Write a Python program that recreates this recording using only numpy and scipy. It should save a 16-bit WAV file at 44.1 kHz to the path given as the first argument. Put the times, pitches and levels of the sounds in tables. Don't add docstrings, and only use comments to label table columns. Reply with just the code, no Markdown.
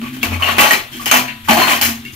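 import sys
import numpy as np
from scipy import signal
from scipy.fft import rfft, irfft, next_fast_len
from scipy.io import wavfile
from scipy.ndimage import uniform_filter1d, map_coordinates

SR = 44100
rng = np.random.default_rng(int(sys.argv[2]) if len(sys.argv) > 2 else 0)


def persist_wave(psi):
    counts = np.round(np.clip(psi, -1, 1) * 32767).astype(np.int16)
    wavfile.write(sys.argv[1], SR, np.atleast_2d(counts).T)


N = 94815
TOP_HZ = 15600

# (frequency [Hz], lead [radians])
LEAD = [(20, 0), (250, 0), (450, -1), (700, -1.3), (950, 1.1), (1300, 1.8), (1600, 3.5), (2330, 5.8),
        (2930, 5.8), (5000, 7.6), (15000, 7.9)]
# (frequency [Hz], level difference [dB])
TILT = [(60, -1), (110, 6), (200, 0), (380, 2), (700, 1.5), (1290, -0.5), (2380, 5.5), (4400, 3),
        (8120, -2.5), (15000, 2.5)]
HALVES = np.array([[0.5], [-0.5]])


def amp(db):
    return 10 ** (np.asarray(db) / 20)


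def unit(x):
    return x / np.sqrt(np.mean(np.abs(x) ** 2) + 1e-20)


def along(points, hz):
    point_hz, value = np.transpose(points)
    return np.interp(np.log(hz + 1), np.log(point_hz + 1), value)


def resonance(f, hz, width_hz):
    return 1j * f * width_hz / (hz * hz - f * f + 1j * f * width_hz)


def ports(pair, f):
    # (frequency [Hz], likeness [0 to 1])
    alike = [(100, .97), (300, 0.84), (700, 0.4), (1400, 0.23), (2500, 0.51), (5000, 0.25), (15000, 0.21)]
    turn = np.arccos(np.clip(along(alike, f), 0, 1)) / 2
    mid, side = pair * [np.cos(turn), np.sin(turn)]
    skew = amp(along(TILT, f) / 2) * np.exp(0.5j * along(LEAD, f))
    return np.array([(mid + side) * skew, (mid - side) / skew])


def hiss():
    # (frequency [Hz], relative level per Hz [dB])
    hiss_shape = [(20, 1), (60, -9), (130, 5), (170, -28), (240, -35), (450, -23), (1000, -12),
                  (1500, -7.5), (2600, -9), (3500, -6), (5000, -20.5), (9000, -20), (13000, -13.5),
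                  (15600, -26)]
    level_db = -39.5
    m = next_fast_len(N + 8192)
    f = np.fft.rfftfreq(m, 1 / SR)
    white = rfft(rng.standard_normal((2, m)))
    shaped = ports(white, f) * amp(along(hiss_shape, f))
    return amp(level_db) * unit(irfft(shaped, m)[:, :N])


def wobble(rate):
    points = rng.standard_normal(int(N * rate / SR) + 4)
    return map_coordinates(points, [np.arange(N) * rate / SR])


def hum():
    # (time [s], lower band level [dB], upper band level [dB])
    swell = [(0.0, -58, -25.5), (0.05, -39, -26), (0.13, -62, -28), (0.26, -25, -32), (0.33, -25.5, -34),
             (0.43, -39, -36.5), (0.52, -29, -36), (0.59, -31.5, -34), (0.69, -43, -35), (0.82, -40, -62),
             (0.86, -68, -45.5), (0.99, -50, -33), (1.12, -46, -37), (1.17, -49, -29), (1.23, -46, -33.5),
             (1.29, -59, -38), (1.32, -45, -36), (1.54, -30.5, -42), (1.58, -40, -34), (1.71, -41, -37),
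             (1.75, -37, -38.5), (1.89, -34.5, -29.5), (1.96, -46, -35), (1.99, -38, -35.5),
             (2.08, -61, -33), (2.15, -41, -42)]
    # (frequency [Hz], relative level [dB])
    low_tones = [(89.2, -0.5), (49, -15)]
    # (frequency [Hz], relative level [dB])
    high_tones = [(231.2, 3), (258, -2), (321, -14.5), (131, -7.5), (385, -21)]
    pitch_wander, level_wander_db = 0.0199, 4
    wander_rate = 9.8
    s, *levels = np.transpose(swell)
    out = np.zeros((2, N))
    for level, band in zip(levels, [low_tones, high_tones]):
        tones = 0
        for hz, db in band:
            moving_hz = hz * (1 + pitch_wander * wobble(wander_rate))
            phase = 2 * np.pi * (np.cumsum(moving_hz) / SR + rng.random())
            tilt_db = along(TILT, hz) * HALVES
            tone_db = db + tilt_db + level_wander_db * wobble(wander_rate)
            tones = tones + amp(tone_db) * np.sin(phase)
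        out += amp(np.interp(np.arange(N) / SR, s, level)) * unit(tones)
    return out


def kitchen(size, sharp_db, hold_s, soft):
    # (frequency [Hz], time to fall by 60 dB [s])
    room_decay = [(150, 0.33), (500, 0.34), (1500, 0.3), (4000, 0.33), (9000, 0.26), (15000, 0.26)]
    direct_s = 0.012
    hard_fill_s, soft_fill_s = 0.0021, 0.0079
    patchy_db, crack_db = 2, 7
    hz, t, z = signal.stft(rng.standard_normal((2, size)), SR, nperseg=128)

    patches = uniform_filter1d(rng.standard_normal(z.shape[1:]), size=3, axis=0)
    patches = unit(uniform_filter1d(patches, size=5, axis=1))
    fading_db = -60 * np.maximum(t - hold_s, 0) / along(room_decay, hz)[:, None]
    patchy = z * amp(fading_db + patchy_db * patches)
    tail = signal.istft(patchy, SR, nperseg=128)[1][:, :size]

    t = np.arange(size) / SR
    fill_s = soft_fill_s if soft else hard_fill_s
    first = amp(sharp_db) * hard_fill_s / fill_s
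    build_up = 1 - np.exp(-t / fill_s)
    tail = tail * (build_up + first * amp(-60 * t / direct_s))
    tail[0, 0] += first * amp(crack_db)
    return tail


def knocks():
    # (time [s], level before the shared gain [dB], own pitch [Hz],
    #  low middle over middle [dB], treble over middle [dB], thump over middle [dB],
    #  left minus right [dB], high pitch [Hz], own pitch strength [dB],
    #  high pitch strength before its limit [dB], sharpness [dB], time the tail holds before it fades [s])
    knock_table = [(0.0159, -21.5, 1150, -6, -7, -2, 0, 4000, 11.5, -3, 20.5, 0.026),
                   (0.0512, -21.5, 2450, -45, -5.5, -4, 0, 4030, 9, -15, 9, 0.026),
                   (0.1301, -23, 2340, -14, -1.5, -5, 0.5, 4010, -6, -6, 10, 0.017),
                   (0.1674, -30.5, 3100, -2.5, 0.5, 5, 3, 4000, 16, 1, 23, 0.011),
                   (0.2153, -16, 3400, -34, -8, -28, 0, 13300, 14.5, 10, 4, 0.017),
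                   (0.2303, -6, 2610, -4, -2.5, -9, 1, 12700, -3, 16, 6.5, 0.0051),
                   (0.3097, -15.5, 2490, 0.5, -4, -2.5, 1.5, 4170, 12.5, 2, 10, 0.012),
                   (0.328, -16, 2230, -3, -3, -10, 1.5, 4040, 13, -5, 6, 0.0082),
                   (0.398, -17, 1098, -2.5, -3.5, -12, -4.5, 4060, 18.5, -5, 12, 0.017),
                   (0.4225, -8, 2783, -3.5, -8.5, -31, 2, 5600, 15, 10, 3.5, 0.033),
                   (0.4651, -6, 1140, -4, -10.5, -17, 3, 4180, -2, -20, -3, 0.036),
                   (0.4888, -10.5, 2810, -1.5, -7.5, -21, 3, 4030, 10, -24, 9.5, 0.0083),
                   (0.5098, -14, 1260, -6, -2, -16, -4, 4120, 9, -12, 0, 0.014),
                   (0.5672, -14, 2440, -2, -4.5, -10, 3, 4390, 13, -5, 5, 0.015),
                   (0.5828, 3, 1130, -5.5, -4.5, -12.5, 0.5, 14800, -6, 9, 1, 0.018),
                   (0.6094, 0, 2330, -5.5, -2, -39, -5, 14800, -1, 18, 6, 0.012),
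                   (0.6348, -1.5, 3020, -1.5, -4.5, -36, 4, 4350, -7, -3, 2, 0.0082),
                   (0.6593, -6.5, 2920, -9, -2.5, -20, 1.5, 4160, -13, 11, 1, 0.036),
                   (0.7086, -2, 1923, -3, -1, -18, -0.5, 4030, 9, 11, 6.5, 0.014),
                   (0.7338, -7.5, 2410, -5, -2.5, -11, 4.5, 4180, -6, 11, 12.5, 0.014),
                   (0.9146, -22.5, 3206, -13.5, -1, -4, 1, 4220, 14.5, 13, 3, 0.036),
                   (0.9549, -22.5, 3210, -21, 2, -3.5, -1, 4120, 14, 13, 3, 0.012),
                   (0.9966, -23, 1190, -4.5, 3.5, -12, 1.5, 4040, 14, 15, 3, 0.036),
                   (1.058, -8, 2960, -6.5, 2, -14, -1, 5570, 14, 1, 3, 0.0067),
                   (1.0809, -12, 2960, -14, -3.5, -25, 4.0, 4300, -4, 10, 11, 0.0087),
                   (1.1132, 4, 2380, -5, -3, -28, -1, 6280, 2.5, 9, 9.5, 0.0068),
                   (1.139, -2.5, 717, -1.5, -0.5, -13, 1, 5640, 9.5, 11, 1, 0.0087),
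                   (1.1701, -4.5, 2800, -15, -1, -10, 1.5, 14800, -14, 13, 8, 0.0066),
                   (1.28, -13, 2720, -33, -15, -16, 2.5, 4630, -16, 8, 4, 0.0074),
                   (1.3835, -40, 2520, -21, -23, -1, 5, 4170, 9, 4, 3, 0.012),
                   (1.4397, -27, 1900, -12, 1, -16, 5.5, 14600, 6, 8, -2, 0.03),
                   (1.4756, -16, 1180, -8.5, -2, -10, -4, 4600, 27, 10, 7, 0.012),
                   (1.4853, -2.5, 825, -3, -3.5, -7.5, 1.5, 12500, 15.5, 14, -6, 0.014),
                   (1.5095, -0.5, 670, -9, -6, -9.5, 0, 4390, 12.5, 2, 7, 0.0093),
                   (1.5301, -8, 690, -24, 1, -6, 1, 14100, 18, 6, 4, 0.012),
                   (1.5704, -5.5, 740, -0.5, -3, -8.5, 1, 4350, 8, 10, 2, 0.031),
                   (1.6, -3.5, 770, -6, -6, -5, 0, 4290, 6, 11, 0, 0.012),
                   (1.6188, -6, 1030, -12, -3.5, -35, 0.5, 4240, 18, 12, -1, 0.036),
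                   (1.6701, -3.5, 818, -4.5, -6, -16.5, 3, 4270, 11, -2, -5, 0.022),
                   (1.6946, -2.5, 1150, -9.5, -3, -24, -2, 4280, 7, -6, -2, 0.019),
                   (1.7199, -4.5, 1020, -4.5, -5, -11, 1, 4850, 6, 6, 2.5, 0.0092),
                   (1.7449, -13, 780, -11.5, 1.5, -11, 1, 4060, 16, -1, -12, 0.019),
                   (1.8131, -2.5, 2440, -9, 2, -24, 0.5, 4120, -18, 11, 3.5, 0.019),
                   (1.8489, -9, 3000, -7.5, 5, -14.5, 2.5, 12900, -5, 21, 5, 0.016),
                   (1.891, -19, 2320, -31, 3, -5, -3, 14300, 1, 9, 21, 0.0075),
                   (2.0515, -24.5, 2790, -31, -1.5, -3, 2.5, 4850, 16.5, 10, 18, 0.0083),
                   (2.064, -39, 2240, -24, -29.5, -8.5, 3.0, 4750, 11, 15.5, 3, 0.011),
                   (2.1239, -38.5, 2830, -30, 15, 8, 2, 4910, 9, 16, 9, 0.012)]
    # (frequency [Hz], relative level per Hz [dB])
    click_shape = [(60, -40), (120, -23), (240, -13), (430, -10), (650, -5), (1100, -1), (1400, -3),
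                   (2000, -3.5), (3000, -5), (3600, -11.5), (4300, -12), (5000, -18), (6400, -15.5),
                   (8500, -22), (11000, -18.5), (13000, -16), (15000, -18.5), (15600, -16)]
    # (frequency [Hz], width [Hz], middle level over the click [dB])
    pots = [(235, 39, 4), (610, 24.7, -1.5), (694, 10.4, 4.5), (850, 25, -1), (1128, 42, -0.5),
            (1860, 23, -3.5), (2296, 40, -1.5), (2524, 35, -2.5), (2690, 25, -1.5), (3056, 51, 0),
            (4303, 15, 4)]
    pot_scatter_db = 2.5
    low_middle_hz, middle_hz, treble_hz = 430, 1400, 4600
    own_width_hz, high_width_hz, high_most_db = 60, 40, 9
    shared_gain_db, soft_below_db = -5.5, -15.5

    size, lead = 28672, 512
    m = 2 * size
    f = np.fft.rfftfreq(m, 1 / SR)
    out = np.zeros((2, N + m))
    middle_bins = np.sum((f > middle_hz) & (f < treble_hz))
    edges = [100, low_middle_hz, middle_hz, treble_hz, TOP_HZ]
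    bands = [slice(*np.searchsorted(f, e)) for e in zip(edges[:-1], edges[1:])]
    click = amp(along(click_shape, f))
    power = [np.sum(click[b] ** 2) for b in bands]
    modes = np.array([amp(db) * resonance(f, hz, width) for hz, width, db in pots])

    for (s, db, hz, low_db, treble_db, thump_db, pan_db, high_hz,
         own_db, high_db, sharp_db, hold_s) in knock_table:
        gains = np.full(len(f), amp(thump_db) / np.sqrt(power[0]))
        for b, p, band_db in zip(bands[1:], power[1:], [low_db, 0, treble_db]):
            gains[b.start:] = amp(band_db) / np.sqrt(p)
        gains = np.exp(uniform_filter1d(np.log(gains), size=200)) * np.sqrt(middle_bins)

        own = amp(own_db) * resonance(f, hz, own_width_hz)
        high = amp(min(high_db, high_most_db)) * resonance(f, high_hz, high_width_hz)
        pot_gains = amp(rng.normal(0, pot_scatter_db, len(pots)))
        ring = 1 + own + high + pot_gains @ modes

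        room = kitchen(size, sharp_db, hold_s, soft=db <= soft_below_db)
        room = rfft(np.pad(room, ((0, 0), (lead, 0))), m)
        heard = ports(room, f) * click * gains * ring
        at = round(s * SR)
        side_gains = amp(db + shared_gain_db + pan_db * HALVES)
        out[:, at:at + m] += side_gains * irfft(heard, m)
    return out[:, lead:lead + N]


def notes():
    # (time [s], frequency [Hz], level before rise and fade [dB], time to fall by 60 dB [s])
    note_table = [(.214, 3270, -23, .05), (.229, 2715, -6, 0.043), (.229, 2250, -6, 0.038),
                  (0.229, 241, -27, 0.47), (.423, 3025, -8, 0.063), (0.429, 2690, -22, 0.11),
                  (0.465, 1129, -12, 0.12), (0.581, 1103, -9, 0.14), (.59, 245, -16, .2),
                  (.59, 14810, -26, .3), (.6, 839, -13.5, 0.45), (0.609, 2703, -14, 0.17),
                  (.635, 3090, -15, 0.12), (0.707, 1878, -0.5, 0.12), (0.722, 246, -24, 0.14),
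                  (.735, 2330, -12, .15), (0.741, 387.4, -24, 0.21), (0.739, 4200, -24, 0.17),
                  (0.954, 3180, -32, 0.058), (0.996, 1150, -19.5, 0.076), (1.058, 2974, -14, .15),
                  (1.114, 6480, -5, 0.064), (1.13, 250, -16, 0.29), (1.135, 681, -14, 0.15),
                  (1.139, 991, -20.5, 0.6), (1.142, 1308, -23, 0.46), (1.14, 14810, -16, .25),
                  (1.149, 2710, -13, 0.17), (1.28, 2780, -20, 0.07), (1.487, 815, -18.5, 0.13),
                  (1.49, 1777, -8, 0.095), (1.488, 196, -20, .2), (1.495, 231.3, -10, 0.35),
                  (1.501, 310, -33, .3), (1.51, 636, -11, 0.34), (1.53, 14810, -19, .2),
                  (1.571, 705, -10, 0.13), (1.614, 1020, -8, 0.17), (1.622, 4240, -14, .2),
                  (1.7, 1096, -16, 0.26), (1.813, 833, -10.5, 0.053), (1.82, 4136, -20, 0.18),
                  (1.82, 14300, -15, .25), (2.051, 2740, -22.5, .1), (2.06, 2200, -25.5, 0.13)]
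    rise_s = 0.002
    out = np.zeros((2, N))
    for s, hz, db, t60 in note_table:
        t = np.maximum(np.arange(N) / SR - s, 0)
        phase = 2 * np.pi * hz * t + HALVES * along(LEAD, hz)
        rise = 1 - np.exp(-t / rise_s)
        level_db = db - 60 * t / t60 + HALVES * along(TILT, hz)
        out += amp(level_db) * rise * np.sin(phase)
    return out


def scene():
    return hiss() + hum() + knocks() + notes()


def record(dry):
    clip_top, clip_hard = 1.0, 12
    x = dry / (1 + np.abs(dry / clip_top) ** clip_hard) ** (1 / clip_hard)
    m = next_fast_len(N + 8192)
    kept = np.fft.rfftfreq(m, 1 / SR) < TOP_HZ
    return irfft(rfft(x, m) * kept, m)[:, :N]


dry = scene()
out = record(dry)
persist_wave(out)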